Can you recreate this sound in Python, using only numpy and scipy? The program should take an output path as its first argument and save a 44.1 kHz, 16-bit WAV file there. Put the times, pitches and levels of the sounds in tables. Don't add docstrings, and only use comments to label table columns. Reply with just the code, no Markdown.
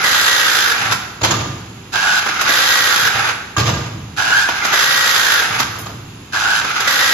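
import sys
import numpy as np
from scipy import signal
from scipy.fft import rfft, irfft, next_fast_len
from scipy.io import wavfile
from scipy.ndimage import uniform_filter1d

SR = 44100
rng = np.random.default_rng(int(sys.argv[2]) if len(sys.argv) > 2 else 0)


def dump(signal):
    limited = np.clip(np.atleast_2d(signal).T, -1, 1)
    pcm = np.round(limited * 32767).astype(np.int16)
    wavfile.write(sys.argv[1], SR, pcm)


def amplitude_ratio(level_db):
    exponent = np.asarray(level_db, float) / 20
    return 10 ** exponent


N = 314433
SIZE = next_fast_len(N + SR)
HZ = np.maximum(np.arange(SIZE // 2 + 1) * SR / SIZE, 1)
T = np.arange(N) / SR

# frequency in Hz, level in dB.
AIR_TONE = [(18, -42), (30, -23.5), (111, -13), (217, -15), (393, -19.5), (640, -31), (806, -26.5),
            (2370, -31), (2700, -29), (6150, -39.5), (6810, -32), (7750, -44.5), (8370, -74), (9280, -43.5),
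            (14000, -51)]
# frequency in Hz, width in Hz, level in dB.
FRAME_MODES = [(78, 22, -9), (110, 9, 0), (132, 18, -6), (190, 25, -12), (240, 30, -16), (332, 25, -16)]
# start in seconds, level in dB, time to die by 60 dB in seconds.
JOLTS = [(.78, -30, 1.4), (.89, -23, 0.27), (1.22, -17.5, 0.91), (1.31, -21.5, 1.25), (1.45, -29.5, 0.74),
         (1.95, -37, 0.2), (2.48, -37, 0.13), (3.02, -30, 0.39), (3.14, -27, 0.82), (3.57, -11.5, 0.87),
         (3.67, -20, 1.13), (3.94, -24, 0.3), (4.02, -35.5, 2), (5.5, -31.5, 2.8), (5.6, -36, 1.4),
         (5.8, -33, 0.9), (5.92, -36, 0.94), (6.15, -48, 0.31), (6.36, -38, 0.35)]
KNOCK_S = [1.212, 1.232, 1.243, 1.308, 1.319, 1.34, 3.566, 3.58, 3.656, 3.686, 3.739, 3.771, 3.845, 5.665,
           5.756, 5.86]
# peak in dB, level in dB of the chatter it sets off.
KNOCK_FORCE = [(-15, -21), (-1, -9.5), (-24, -22), (0.5, -17.5), (-10.5, -24.5), (-8, -20.5), (-4.5, -11),
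               (-6, -10), (-12, -14), (-13, -25), (-7, -31), (-22, -35), (-35, -54), (-32, -25.5),
               (-17, -20), (-22, -23.5)]
# frequency in Hz, level in dB, free ring (60 dB) in seconds.
BAR_MODES = [(1200, 16, 0.99), (1188, -2.5, 0.8), (1617, 11.5, 0.99), (2410, -12, 0.87), (2710, 4, 1.6),
             (2659, -28, 1.9), (3130, -11, .5), (3770, -32, 0.8), (4940, -30, 2.0), (5670, -16, 0.74),
             (5997, -27, 0.78), (7200, -12, 0.4), (6800, 8.5, 0.68)]
# frequency in Hz, level in dB.
CHATTER_TONE = [(180, -38), (300, -2), (580, -2.5), (1220, -3.5), (2030, -8.5), (2670, -11), (3040, -8.5),
                (6680, -15), (7600, -20.5), (8100, -63), (9220, -66), (9670, -26), (14000, -33)]
# start in seconds, peak in dB, length in seconds.
FLICKS = [(2.412, -16, 0.12), (5.784, -16, 0.13), (5.81, -28, 0.11)]
CLACKS = { "latch": ((-9, 0.045), [(1.953, -3), (4.187, -28), (6.364, -10), (6.44, -6.5), (4.2, -7),
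          (4.3, 0)]), "guide": ((-10, .07), [(2.26, 0), (4.485, 3), (6.642, -2)]), "cutter": ((2.5, 0.1),
          [(2.409, -2), (4.647, -2.5), (6.801, -4)]), "clutch": ((-0.64, 0.069), [(0.038, 0.5), (2.489, 3),
          (4.729, 1.5), (6.874, 1)]), "wire snap": ((2, 0.019), [(2.872, 4), (5.394, -3)]),
          "end stop": ((0.83, 0.069), [(0.909, -3), (0.919, 1.5), (5.588, -3), (5.598, 2)]),
          "soft stop": ((-24, 0.056), [(0.87, -26), (3.204, -24), (3.305, -6)]), }
# frequency in Hz, level in dB.
CLACK_TONE = [(120, -38), (200, -8), (571, -6), (1460, 0.5), (2240, -8), (3320, -8), (6400, -10),
              (7650, -16), (8070, -56), (9810, -19.5), (14000, -22.5)]
# trigger pulled, twist engages, wire tight, run-back stops, all in seconds.
TIES = [
    (-.522, .038, .728, .95),
    (1.928, 2.489, 3.088, 3.322),
    (4.171, 4.727, 5.41, 5.635),
    (6.329, 6.874, 7.55, 7.77),
]
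# feed, shift, twist, run-back and squeal levels, all in dB.
EFFORT = [
    (0.1, 2, 0.43, 1.5, 0.1),
    (0.55, 2, 0.4, 4.5, -5),
    (0, 0.5, .5, 0, -1.5),
    (-0.5, 0.5, -.5, 0.1, -7),
]
# start and end in seconds after trigger, from Hz, to Hz, level in dB.
SQUEALS = [
    (.01, .07, 3200, 2850, -33),
    (.075, .275, 2730, 3480, -29),
    (.085, .25, 1420, 1700, -22),
    (.428, .484, 2165, 1990, -27),
]
# time in seconds after trigger, level in dB, brightness in dB.
FEED_RUN = [
    (-.006, -44, 15),
    (0.01, -16.5, -3),
    (.03, -13.5, -6),
    (.065, -19, 0),
    (.14, -15.5, -3.5),
    (.2, -17, 1.5),
    (.272, -20, 3),
    (.286, -42, -7),
]
# frequency in Hz, level in dB.
FEED_TONE = [(180, -31), (560, -22), (800, -5.5), (1000, -11.5), (1250, -10), (1450, 0.5), (1640, 2),
             (1800, -12.5), (2300, -13.5), (2900, -11.5), (3400, -14), (4330, -13.5), (7000, -19.5),
             (14000, -36)]
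# frequency in Hz, level in dB.
SHIFT_TONE = [(180, -57), (300, -14), (660, -16.5), (787, -2.5), (1020, -11), (1380, 3.5), (1820, -7.5),
              (2070, -4.5), (2630, -8), (6900, -16.5), (8500, -52), (9670, -27.5), (14000, -33)]
# frequency in Hz, level in dB.
BACK_TONE = [(180, -62), (300, -17.5), (649, -13.5), (787, -3.5), (1020, -11.5), (1360, -1.5), (1880, -6.5),
             (7010, -20.5), (7720, -28.5), (8370, -87), (9220, -23), (9830, -28), (14000, -36.5)]
# frequency in Hz, level in dB.
TWIST_TONE = [(180, -47), (300, -19), (520, -14), (650, -16), (790, -8), (1020, -10.5), (1350, -1.5),
              (1630, -0.5), (1800, -3.5), (2550, -11), (3290, -5.5), (6580, -13.5), (8500, -20),
              (14000, -22.5)]
# frequency in Hz, likeness from -1 to 1.
PORT_LIKENESS = [(60, 1), (100, 1), (180, 1), (310, 0.99), (540, 0.42), (930, 0.17), (1620, 0.25),
                 (2800, 0.034), (4850, 0.018), (8390, 0.053), (14500, 0.34)]
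# frequency in Hz, left over right in dB.
PORT_TILT = [(60, 0.2), (92, 1.2), (140, -2.5), (210, -0.5), (320, -1.5), (500, 0.5), (760, -5), (1150, 2),
             (1760, -4.5), (2680, -0.5), (4090, -2.5), (6240, -6.5), (9530, -3.5), (14500, -2.5)]
STRIPED_SPANS = [(1.27, 1.46), (3.6, 3.86)]
GAP_FILLED_S = [.05, .25, .42, .47, .92, 2.51, 2.54, 3.58, 4.3, 4.65, 5.6, 6.88]

HOUSING_HZ, HOUSING_WIDTH_HZ = 1575, 210


def rms_one(x):
    return x / np.sqrt(np.mean(x ** 2) + 1e-20)


def at_hz(points):
    hz, value = np.array(points).T
    return np.interp(np.log(HZ), np.log(hz), value)


def colour(x, spectrum):
    tone_db = at_hz(spectrum)
    cepstrum = irfft(tone_db * np.log(10) / 20, SIZE)
    cepstrum[1:SIZE // 2] *= 2
    cepstrum[SIZE // 2 + 1:] = 0
    response = np.exp(rfft(cepstrum)) / np.sqrt(np.mean(amplitude_ratio(2 * tone_db)))
    return irfft(rfft(x, SIZE) * response, SIZE)[..., :N]


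def resonate(x, hz, width_hz):
    r = np.exp(-np.pi * width_hz / SR)
    poles = [1, -2 * r * np.cos(2 * np.pi * hz / SR), r * r]
    return signal.lfilter([(1 - r * r) / 2, 0, (r * r - 1) / 2], poles, x)


def brighten(x, db):
    high = signal.sosfilt(signal.butter(1, 2000, "high", fs=SR, output="sos"), x)
    return x + (amplitude_ratio(db) - 1) * high


def drift(rate):
    r = np.exp(-2 * np.pi * rate / SR)
    return rms_one(signal.lfilter([1], [1, -2 * r, r * r], rng.standard_normal(N + SR))[SR:])


def grains(per_s, spread_db):
    size = amplitude_ratio(spread_db * np.minimum(rng.exponential(1, N), 4))
    return size * (rng.random(N) < per_s / SR) * rng.standard_normal((2, N))


def bursts(rows, trim_db, rise_s):
    push = np.zeros(N)
    for s, peak_db, length_s in rows:
        i = int(s * SR)
        age = T[:min(N - i, SR)]
        fall_db = 60 * age / max(length_s, .005)
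        push[i:i + len(age)] += amplitude_ratio(peak_db + trim_db - fall_db) * np.minimum(age / rise_s, 1)
    return push


def spans(tables, fade_s=.006):
    s, *columns = np.concatenate(tables).T
    gate = 0
    for t in tables:
        inside_s = np.minimum(T - t[0][0], t[-1][0] - T)
        gate = gate + np.clip(inside_s / fade_s + .5, 0, 1)
    return gate, *[np.interp(T, s, c) for c in columns]


def per_tie(shape, effort_db, dulls=0):
    return [np.array(shape(*tie)) + [0, db, -dulls * db] for tie, db in zip(TIES, effort_db)]


def room_air():
    return amplitude_ratio(-31.5 - 6.5) * rms_one(colour(rng.standard_normal((2, N)), AIR_TONE))


def room(x):
    age = T[:SR - 1]
    tail = rng.standard_normal((2, len(age))) * amplitude_ratio(-60 * age / 0.94) * np.clip(age / 0.0018, 0, 1)
    dull = signal.lfilter([.3], [1, -.7], tail)
    tail = dull + (tail - dull) * amplitude_ratio(-25 * age)
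    tail /= np.sqrt(np.sum(tail ** 2, axis=1, keepdims=True))
    return amplitude_ratio(-5) * irfft(rfft(x, SIZE) * rfft(tail, SIZE), SIZE)[:, :N]


def wooden_frame():
    shake = rng.standard_normal((2, N))
    boom = np.zeros((2, N))
    for k, (hz, width_hz, db) in enumerate(FRAME_MODES):
        boom += amplitude_ratio(db) * resonate(shake, hz, width_hz) * (-1) ** k
    boom = signal.sosfilt(signal.butter(2, [58, 430], "band", fs=SR, output="sos"), boom)
    boom /= np.sqrt(uniform_filter1d(boom ** 2, size=3000) + 0.17 * np.mean(boom ** 2))
    return rms_one(boom) * (amplitude_ratio(-50) + bursts(JOLTS, trim_db=-3.0, rise_s=0.01))


def rail():
    return np.sin(2 * np.pi * 332 * T) * bursts([(1.229, -13, .2)], trim_db=-3.5, rise_s=0.0065)


def steel_mesh():
    peak_db, chatter_db = np.transpose(KNOCK_FORCE)
    quick = [(s, db, .14) for s, db in zip(KNOCK_S, chatter_db)]
    slow = [(s, db, 0.73) for s, db in zip(KNOCK_S, chatter_db)]
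    shake = bursts(quick, trim_db=-0.5, rise_s=.006) + bursts(slow, trim_db=-10.5, rise_s=0.0076)
    bright_db = 0.27 * (20 * np.log10(shake + 1e-3) + 20)
    crack = bursts([(s, db, .05) for s, db in zip(KNOCK_S, peak_db)], trim_db=-22.5, rise_s=0.0025)
    grit = rms_one(grains(6000, spread_db=2.0) * amplitude_ratio(3.0 * drift(25)))
    out = brighten(colour(grit * (shake * amplitude_ratio(-7) + crack), CHATTER_TONE), bright_db)
    at = [int(s * SR) for s in KNOCK_S]
    for hz, mode_db, t60 in BAR_MODES:
        hits = np.zeros((2, N))
        hits[:, at] = amplitude_ratio(peak_db - 21) * rng.uniform(-1, 1, (len(at), 2)).T
        held_s = min(.09 * t60, .07)
        r, w = amplitude_ratio(-60 / (held_s * SR)), 2 * np.pi * hz / SR
        out += signal.lfilter([0, amplitude_ratio(mode_db) * np.sin(w)], [1, -2 * r * np.cos(w), r * r], hits + 1e-18)
    return out


def wire_flicks():
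    high = signal.butter(2, 5000, "high", fs=SR, output="sos")
    hiss = signal.sosfilt(high, rng.standard_normal((2, N)))
    return hiss * bursts(FLICKS, trim_db=-10.5, rise_s=0.0054)


def clacks():
    rows = np.array(sorted((s, db, *part) for part, hits in CLACKS.values() for s, db in hits))
    latest = np.maximum(np.searchsorted(rows[:, 0], T) - 1, 0)
    tilt_db = rows[latest, 2].clip(-9, 3)
    push = bursts(rows[:, [0, 1, 3]], trim_db=-10.0, rise_s=0.0059)
    return brighten(colour(rng.standard_normal((2, N)) * push, CLACK_TONE), tilt_db)


def squeals():
    out, wobble, flutter = np.zeros((2, N)), 1.0 * drift(70), amplitude_ratio(3.0 * drift(40))
    glides = []
    for tie, effort in zip(TIES[1:], EFFORT[1:]):
        glides += [np.add(row, [tie[0], tie[0], 0, 0, effort[4]]) for row in SQUEALS]
    for start, end, from_hz, to_hz, level_db in glides:
        part = slice(int(start * SR), int(end * SR))
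        along = np.clip((T[part] - start) / (end - start), 0, 1)
        phase = 2 * np.pi * np.cumsum(from_hz + (to_hz - from_hz) * along ** 1.4) / SR + wobble[part]
        phase += .8 * np.sin(2 * np.pi * 100 * T[part])
        swell = amplitude_ratio(level_db) * np.abs(np.sin(np.pi * along)) ** 0.4
        out[:, part] += swell * flutter[part] * [np.sin(phase), np.cos(phase)]
    return out + amplitude_ratio(9.5) * resonate(out, HOUSING_HZ, HOUSING_WIDTH_HZ)


def gears(tables, tone, turn_hz, throb_db, flicker_db, trim_db):
    gate, level_db, bright_db = spans(tables)
    turn = 2 * np.pi * np.cumsum(turn_hz * amplitude_ratio(.4 * drift(6))) / SR
    rattle = grains(14000, spread_db=0.3) * amplitude_ratio(throb_db * np.cos(turn) + flicker_db * drift(28))
    return brighten(rms_one(colour(rattle, tone)), bright_db) * gate * amplitude_ratio(level_db + trim_db)


def feed_shape(trigger, engage, tight, stop):
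    return np.array(FEED_RUN) + [trigger, 0, 0]


def shift_shape(trigger, engage, tight, stop):
    return [(trigger + .283, -23.5, 0), (engage - .135, -25.5, 0), (engage - .073, -16, 0),
            (engage - .055, -24, 0), (engage, -16.5, 0)]


def back_shape(trigger, engage, tight, stop):
    return [(tight, -24, 2.8), (stop - 0.039, -20, -.5), (stop, -24, 5)]


def feed_motor():
    return gears(per_tie(feed_shape, np.array(EFFORT)[:, 0]), FEED_TONE,
                 turn_hz=100, throb_db=2.5, flicker_db=-0.5, trim_db=-0.33)


def jaw_shift():
    return gears(per_tie(shift_shape, np.array(EFFORT)[:, 1]), SHIFT_TONE,
                 turn_hz=61.0, throb_db=1.2, flicker_db=2.0, trim_db=-1.0)


def run_back():
    return gears(per_tie(back_shape, np.array(EFFORT)[:, 3], dulls=0.56), BACK_TONE,
                 turn_hz=58, throb_db=1.2, flicker_db=1.8, trim_db=-1.5)


def twist_shape(trigger, engage, tight, stop):
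    rattle_db, rattle_tight_db, whine_free_db = -14.8, -16, -20
    return [(engage, rattle_db, -13), (engage + .035, rattle_db, whine_free_db),
            (engage + .43, rattle_db, whine_free_db), (tight - .1, rattle_tight_db, -25),
            (tight, rattle_tight_db, -9.5)]


def twist_speed():
    free_hz, tight_hz, load_after_s = 1914, 1630, .29
    _, engage, tight, _ = np.array(TIES)[np.searchsorted(np.array(TIES)[1:, 0], T)].T
    age = np.maximum(T - engage, 0)
    load = np.clip((age - load_after_s) / (tight - engage - load_after_s), 0, 1) ** 1.7
    wobble_hz = 105 * np.exp(-age / .055) * np.cos(2 * np.pi * age / .105)
    return free_hz + wobble_hz - (free_hz - tight_hz) * load


def twist_motor():
    teeth_per_turn, armature_order = 32, 4
    panel_hz, panel_width_hz = 1900, 90
    gate, rattle_db, whine_db = spans(per_tie(twist_shape, np.array(EFFORT)[:, 2]))
    mesh_hz = twist_speed()
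    turn = 2 * np.pi * np.cumsum(mesh_hz) / SR / teeth_per_turn
    off = np.abs(mesh_hz - panel_hz) / panel_width_hz
    beat_db = 2.8 * np.cos(turn) + 1.2 * np.cos(3 * turn + 1) + 1.5 * np.cos(armature_order * turn + 2)
    rattle = grains(14000, spread_db=-1.1) * amplitude_ratio(beat_db + 1.0 * drift(19))
    rattle = rms_one(colour(rattle, TWIST_TONE)) * amplitude_ratio(rattle_db - 1.31)
    rattle += amplitude_ratio(-9) * off * resonate(rattle, HOUSING_HZ, HOUSING_WIDTH_HZ)
    mesh = teeth_per_turn * turn + (.14 + .55 * off) * drift(40) + .25 * np.sin(turn)
    whine = np.array([np.sin(mesh), np.cos(mesh)]) + amplitude_ratio(-32.0) * np.sin(2 * mesh)
    whine += amplitude_ratio(-16) * np.sin(9 * turn + 1.5 * drift(25))
    whine += amplitude_ratio(-8) * np.sin(27 * turn + 1.1 * drift(30))
    return gate * (rattle + whine * amplitude_ratio(whine_db - 2.0 * off + 1.5 * drift(22)))


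def two_ports(draws):
    one, other = rfft(draws, SIZE)
    bounce = np.exp(2.4j * np.sin(2 * np.pi * HZ * .0004))
    other = .35 * one * bounce + .93 * other
    alike, half = np.clip(at_hz(PORT_LIKENESS), -1, 1), amplitude_ratio(at_hz(PORT_TILT) / 2)
    right = alike * one + np.sqrt(1 - alike ** 2) * other
    apart = np.sqrt(2 / (1 + alike))
    return irfft(np.array([one * half, right / half]) * apart, SIZE)[:, :N]


def scene():
    tool = feed_motor() + jaw_shift() + run_back() + twist_motor() + squeals() + clacks()
    near = tool + wire_flicks() + steel_mesh() + rail()
    return two_ports(near + room(near) + wooden_frame() + room_air())


def patchy_treble(x):
    gap_low_hz, gap_high_hz, top_hz = 7650, 9350, 14300
    hz, s, cells = signal.stft(x, SR, nperseg=1024)
    hz = hz[:, None]
    top = (hz > gap_high_hz) & (hz < top_hz)
    patch = rng.standard_normal((len(hz) // 3, len(s) // 2 + 1))
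    patch = np.kron(patch, np.ones((3, 2)))[:, :len(s)]
    dropped = patch < -2.2 + 1.5 * (hz - gap_high_hz) / (top_hz - gap_high_hz)
    in_span = sum((s > a) & (s < b) for a, b in STRIPED_SPANS) > 0
    stripes = np.cos(2 * np.pi * (hz - 10230) / 915)
    striped = in_span & (stripes > .3 + .4 * patch) & (hz > 9800)
    near_fill = np.min(np.abs(s - np.array(GAP_FILLED_S)[:, None]), axis=0) < .013
    filled = near_fill & (hz > 8250) & (hz < 9000) & (patch > -.4)
    edge = hz < gap_low_hz + 130 * patch[0]
    gain = edge + top * ~dropped * ~striped * amplitude_ratio(3.5 * patch) + filled * amplitude_ratio(-5.0)
    return signal.istft(cells * gain, SR, nperseg=1024)[1][:, :N]


def top_cut(x):
    return signal.sosfilt(signal.butter(12, 15130, fs=SR, output="sos"), x)


def record(dry):
    mix = patchy_treble(.9 * np.tanh(dry / .9))
    return top_cut(np.clip(mix, -.9, .9))


dry = scene()
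out = record(dry)
dump(out)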